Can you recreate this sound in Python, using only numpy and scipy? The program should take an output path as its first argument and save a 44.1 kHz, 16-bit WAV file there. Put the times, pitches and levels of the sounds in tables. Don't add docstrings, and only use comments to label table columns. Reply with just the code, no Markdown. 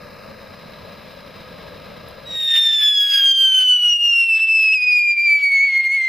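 import sys
import numpy as np
from scipy import signal
from scipy.fft import rfft, irfft
from scipy.io import wavfile
from scipy.ndimage import uniform_filter1d

SR = 44100
rng = np.random.default_rng(int(sys.argv[2]) if len(sys.argv) > 2 else 0)


def dump(signal):
    limited = np.clip(np.atleast_2d(signal).T, -1, 1)
    pcm = np.round(limited * 32767).astype(np.int16)
    wavfile.write(sys.argv[1], SR, pcm)


N = 268128
TIME = np.arange(N) / SR
BINS = np.arange(N // 2 + 1) * SR / N
TOP_HZ = 15350
LIGHTS_S = 2.2376

# time in seconds, pitch flick in Hz, half length of the flick in seconds,
# level of the low thump in dB.
HICCUPS = [(4.736, 171, 0.004, -33)]
# time in seconds, lift in dB, half length in seconds.
FLARES = [(2.555, 4.5, 0.035), (2.68, 7, 0.41), (3.15, 11, .076), (3.435, 1, 0.1), (3.6, 6.5, 0.056),
          (3.95, -9.5, 0.03), (4.745, 3, 0.026), (5.2, -7.5, 0.27), (5.78, 2, 0.23)]


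def whistle(jitter=0.0061, jitter_hz=220, flutter_db=1.07, flutter_hz=90, port_skew_rad=0.047,
            overdrive=3.2, unsettled_db=1.0,
            flare_doubling=.33, flare_shrill=0.73, flare_choke=0.15, flare_flutter=0.25):
    overtones = [-34.5, -40, -45.5, -51, -50]
    # level in dB relative to the period doubling, before radiation.
    half_tones = [3, -4, -15.5, -16, -17, -15]
    level_db = 7
    octave_start_db, octave_db_per_octave = -26.5, 6.5
    doubling_start_db, doubling_trace_db = -23, -45
    doubling_fades_s, doubling_fade_db_per_s = 3.38, 14

    pitch, away_db, flare_db, burn = tube_pitch(), facing(), bumps(FLARES), thrust()
    uneven_pitch = pitch * (1 + jitter * wander(jitter_hz))
    phase = 2 * np.pi * np.cumsum(uneven_pitch) / SR
    port_skew = port_skew_rad * wander(8) * np.array([[1], [-1]])
    tone = np.sin(phase + port_skew)
    octave_db = octave_start_db + octave_db_per_octave * np.log2(pitch[0] / pitch)
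    tone += undb(octave_db) * partial(phase, pitch, away_db, 1.998, fade_db=2.5)
    doubling_db = doubling_start_db - doubling_fade_db_per_s * after(doubling_fades_s)
    doubling_db = np.maximum(doubling_db, doubling_trace_db)
    doubling = undb(doubling_db + flare_doubling * flare_db)
    shrill = 1 + overdrive * doubling * undb(flare_shrill * flare_db)
    for multiple, db in enumerate(overtones, 3):
        tone += shrill * undb(db) * partial(phase, pitch, away_db, multiple, fade_db=4.0)
    unsettled = undb(unsettled_db * (1 - burn))
    for below, db in enumerate(half_tones):
        half_tone = partial(phase, pitch, away_db, below + .5, fade_db=3.5)
        tone += unsettled * doubling * undb(db) * half_tone
    shake_db = flutter_db * undb(flare_flutter * flare_db) * wander(flutter_hz)
    tone_db = level_db + away_db - flare_choke * flare_db + shake_db
    return np.sqrt(2) * tone * burn * undb(tone_db)


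def tube_pitch():
    # time in seconds, bend in Hz, half length in seconds.
    bends = [(2.43, -20, 0.11), (2.692, 35.5, 0.072), (2.975, -23.5, 0.053), (3.55, 14.5, .2),
             (3.95, -14, .06), (4.08, 19.5, 0.039), (4.34, -48, 0.062), (4.6, 36.5, 0.14),
             (4.741, 56.5, 0.023), (4.79, -29.5, 0.033), (5.25, 30, 0.035), (5.652, 72, 0.038),
             (5.65, -36.5, .21), (5.95, 81, 0.033)]
    start_m, burn_m_per_s, quicken_m_per_s2 = .0222, .004162, .00041
    sound_m_per_s = 343
    age = after(LIGHTS_S)
    column_m = start_m + burn_m_per_s * age + quicken_m_per_s2 * age ** 2 / 2
    flicks = bumps(row[:3] for row in HICCUPS)
    return sound_m_per_s / (4 * column_m) + bumps(bends) + flicks


def thrust():
    catch_s, swell_s, swell_range_db = 0.039, .34, 47.5
    weakens_s, weaken_db_per_s = 5.837, 23
    age = after(LIGHTS_S)
    swell_db = -swell_range_db * np.maximum(1 - age / swell_s, 0)
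    return np.minimum(age / catch_s, 1) * undb(swell_db - weaken_db_per_s * after(weakens_s))


def facing():
    # time in seconds, depth in dB, half length in seconds.
    swings = [(2.62, 1.5, 0.019), (2.72, 3, 0.075), (3.02, 4, 0.18), (3.34, 4, 0.037), (3.79, 2.9, 0.035),
              (3.98, 7.6, 0.036), (4.27, 4, 0.031), (4.39, 6.5, 0.014), (4.467, 6, 0.015),
              (4.798, 7.5, 0.03), (4.856, 7, 0.011), (5.045, 3, 0.061), (5.155, 10.5, 0.023),
              (5.224, 4.5, 0.03), (5.405, 7, 0.03), (5.501, 5.5, .014), (5.714, 4.5, 0.046),
              (5.828, 8, 0.02), (5.887, 7.1, 0.01)]
    spin_from_s, spin_to_s, turn_s, depth_db = 2.76, 3.83, .143, 1.5
    turns = (np.clip(TIME, spin_from_s, spin_to_s) - spin_from_s) / turn_s
    return -depth_db * np.sin(2 * np.pi * turns) - bumps(swings)


def partial(phase, pitch, away_db, multiple, fade_db, beaming=0.44, spread_rad=0.58, spread_hz=7000,
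            mouth_hz=1680, mouth_db_per_octave=60):
    # centre in Hz, half width in Hz, lift in dB.
    port_peaks = [(5006, 280, 8.5), (13200, 410, 4.5)]
    hz = multiple * pitch
    lift_db = sum(db * np.exp(-((hz - centre) / width) ** 2) for centre, width, db in port_peaks)
    lift_db -= mouth_db_per_octave * np.maximum(np.log2(mouth_hz / hz), 0)
    size = undb(lift_db + beaming * away_db + fade_db * wander(9)) * (hz < TOP_HZ + 500)
    skew = spread_rad * np.minimum(hz / spread_hz, 1) * wander(39) * np.array([[1], [-1]])
    return size * np.sin(multiple * phase + skew)


def rush(level_db=-24, thrust_power=0.83, beaming=0.083, surge_db=2.9, surge_hz=11,
         core_hz=2850, core_width_hz=950, flare_spread=0.48):
    # frequency in Hz, relative level in dB.
    rush_colour = [(100, -35.5), (400, -24.5), (750, -18), (1000, -13), (1400, -9.5), (2000, -6.5),
                   (2800, 2.5), (3800, -7.5), (5200, -12), (7000, -30), (10000, -29), (15000, -30)]
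    flare_db = bumps(FLARES)
    gas = turbulence(spectrum(rush_colour), flicker_db=1.5, flicker_hz=50)
    core = band(gas, core_hz, core_width_hz)
    gas = core * undb(flare_db) + (gas - core) * undb(flare_spread * flare_db)
    gas_db = level_db + beaming * facing() + surge_db * wander(surge_hz)
    return gas * thrust() ** thrust_power * undb(gas_db)


def sparks(count=70, crackle_db=-52, scatter_db=8.5, crackle_s=.002):
    # start in seconds, level in dB, decay time in seconds.
    loud = [(2.085, -50, .007), (2.402, -43, .005), (4.337, -27.5, 0.00297), (4.988, -19, .003),
            (5.775, -24, .004)]
    # frequency in Hz, relative level in dB.
    spark_colour = [(1000, -20), (5000, -22), (8000, -12), (11000, 4), (13000, 6.5), (15500, -8.5)]
    chance = rng.random((count, 2))
    small = [(2.5 + 3.3 * a, crackle_db - scatter_db * np.log(b + .02), crackle_s) for a, b in chance]
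    envelope = np.zeros(N)
    age = TIME[:SR // 10]
    for s, db, decay_s in loud + small:
        start = int(s * SR)
        envelope[start:start + len(age)] += undb(db) * np.exp(-age / decay_s)
    return envelope * turbulence(spectrum(spark_colour), flicker_db=4, flicker_hz=500)


def thumps(length_s=0.0092, top_hz=260):
    puff = wander(top_hz)
    return puff * sum(undb(db) * bell(s, length_s) for s, _, _, db in HICCUPS)


def flames(level_db=-39, fades_s=3.14, fade_db_per_s=12,
           hollow_hz=3330, hollow_width_hz=560, hollow_depth=0.75, fill_s=0.72,
           notch_hz=4680, notch_width_hz=100, roar_hz=700, gust_db=0.5):
    # centre in Hz, width in Hz, relative level in dB.
    humps = [(88, 70, -4), (178, 138, 0.3), (546, 204, 0.06), (977, 300, -8.5), (1234, 180, -5),
             (1640, 120, -6), (2260, 2200, -12.5), (2810, 390, -39.5), (3927, 590, -11), (4985, 500, -14),
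             (5860, 460, -30), (10500, 3200, -35), (13000, 1400, -30), (15071, 783, -28.5)]
    # frequency in Hz, left minus right level in dB.
    pan = [(60, -5.5), (200, -2), (380, 0.5), (650, 8.5), (1300, 1), (2400, 1), (15000, 0.5)]
    # time in seconds, lift in dB, half length in seconds.
    roar_swells = [(.72, 1, 0.38), (1.85, 2, 0.3)]

    power = sum(undb(db) ** 2 / (1 + (2 * (BINS - hz) / width) ** 2) ** 2 for hz, width, db in humps)
    notch = 1 - np.exp(-((BINS - notch_hz) / notch_width_hz) ** 2)
    lean = np.sqrt(spectrum(pan))
    gain = np.sqrt(power) * notch * np.array([lean, 1 / lean])
    jets = turbulence(gain, flicker_db=1.15, flicker_hz=60)
    roar = shape(jets, 1 / (1 + (BINS / roar_hz) ** 4))
    jets = jets + roar * (undb(bumps(roar_swells) + gust_db * wander(8.7)) - 1)
    hollow = hollow_depth * bell(0, fill_s) * band(jets, hollow_hz, hollow_width_hz)
    return (jets - hollow) * undb(level_db - fade_db_per_s * after(fades_s))


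def surroundings(x, t60_s=0.17, first_s=0.0088):
    age = TIME[:SR // 2]
    scatter = colour(rng.standard_normal((2, N)), spectrum([(3000, 0.5), (15000, -4.5)]))[:, :len(age)]
    scatter = scatter * undb(-60 * age / t60_s) * (age > first_s)
    scatter /= np.sqrt(np.mean(np.sum(scatter ** 2, axis=1)))
    return signal.fftconvolve(x, scatter, axes=1)[:, :N]


def turbulence(gain, flicker_db, flicker_hz):
    # frequency in Hz, level in dB re the shared part.
    diffuse = [(60, -19), (300, -7.5), (650, -6), (1400, -8.5), (3100, -25), (5500, -6.5), (8000, -1),
               (15000, -14)]
    mid, side = (colour(rng.standard_normal(N), 1) for _ in range(2))
    side = shape(side, spectrum(diffuse))
    return colour(np.array([mid + side, mid - side]), gain) * undb(flicker_db * wander(flicker_hz))


def wander(hz):
    return colour(rng.standard_normal(N), 1 / (1 + (BINS / hz) ** 2))


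def colour(x, gain):
    y = shape(x, gain)
    return y / np.sqrt(np.mean(y ** 2))


def shape(x, gain):
    return irfft(rfft(x) * gain, N)


def band(x, centre_hz, width_hz):
    return shape(x, np.exp(-((BINS - centre_hz) / width_hz) ** 2))


def spectrum(points):
    hz, db = np.transpose(points)
    return undb(np.interp(np.log(BINS + 1), np.log(hz), db))


def undb(db):
    return 10 ** (np.asarray(db) / 20)


def after(s):
    return np.maximum(TIME - s, 0)


def bell(s, length):
    return np.exp(-((TIME - s) / length) ** 2)


def bumps(events):
    return sum(height * bell(s, length) for s, height, length in events)


def scene():
    tube = whistle() + rush() + sparks() + thumps()
    return tube + flames() + undb(-25.5) * surroundings(tube)


def gain_control(x, threshold_db=-25, squeeze=0.59):
    power = uniform_filter1d(np.mean(x ** 2, axis=0), SR // 50)
    heard_db = 10 * np.log10(np.abs(power) + 1e-12)
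    loudest_db = np.maximum.accumulate(heard_db)
    return x * undb(-squeeze * np.maximum(loudest_db - threshold_db, 0))


def record(dry):
    # frequency in Hz, relative level in dB.
    self_noise = [(25, 2), (90, 1.5), (180, -2), (350, -10), (700, -15.5), (1200, -18.5), (4000, -26),
                  (15000, -41)]
    noise = undb(-59.5) * colour(rng.standard_normal((2, N)), spectrum(self_noise))
    top_cut = signal.ellip(10, .2, 80, TOP_HZ, fs=SR, output="sos")
    return signal.sosfilt(top_cut, gain_control(dry) + noise)


dry = scene()
out = record(dry)
dump(out)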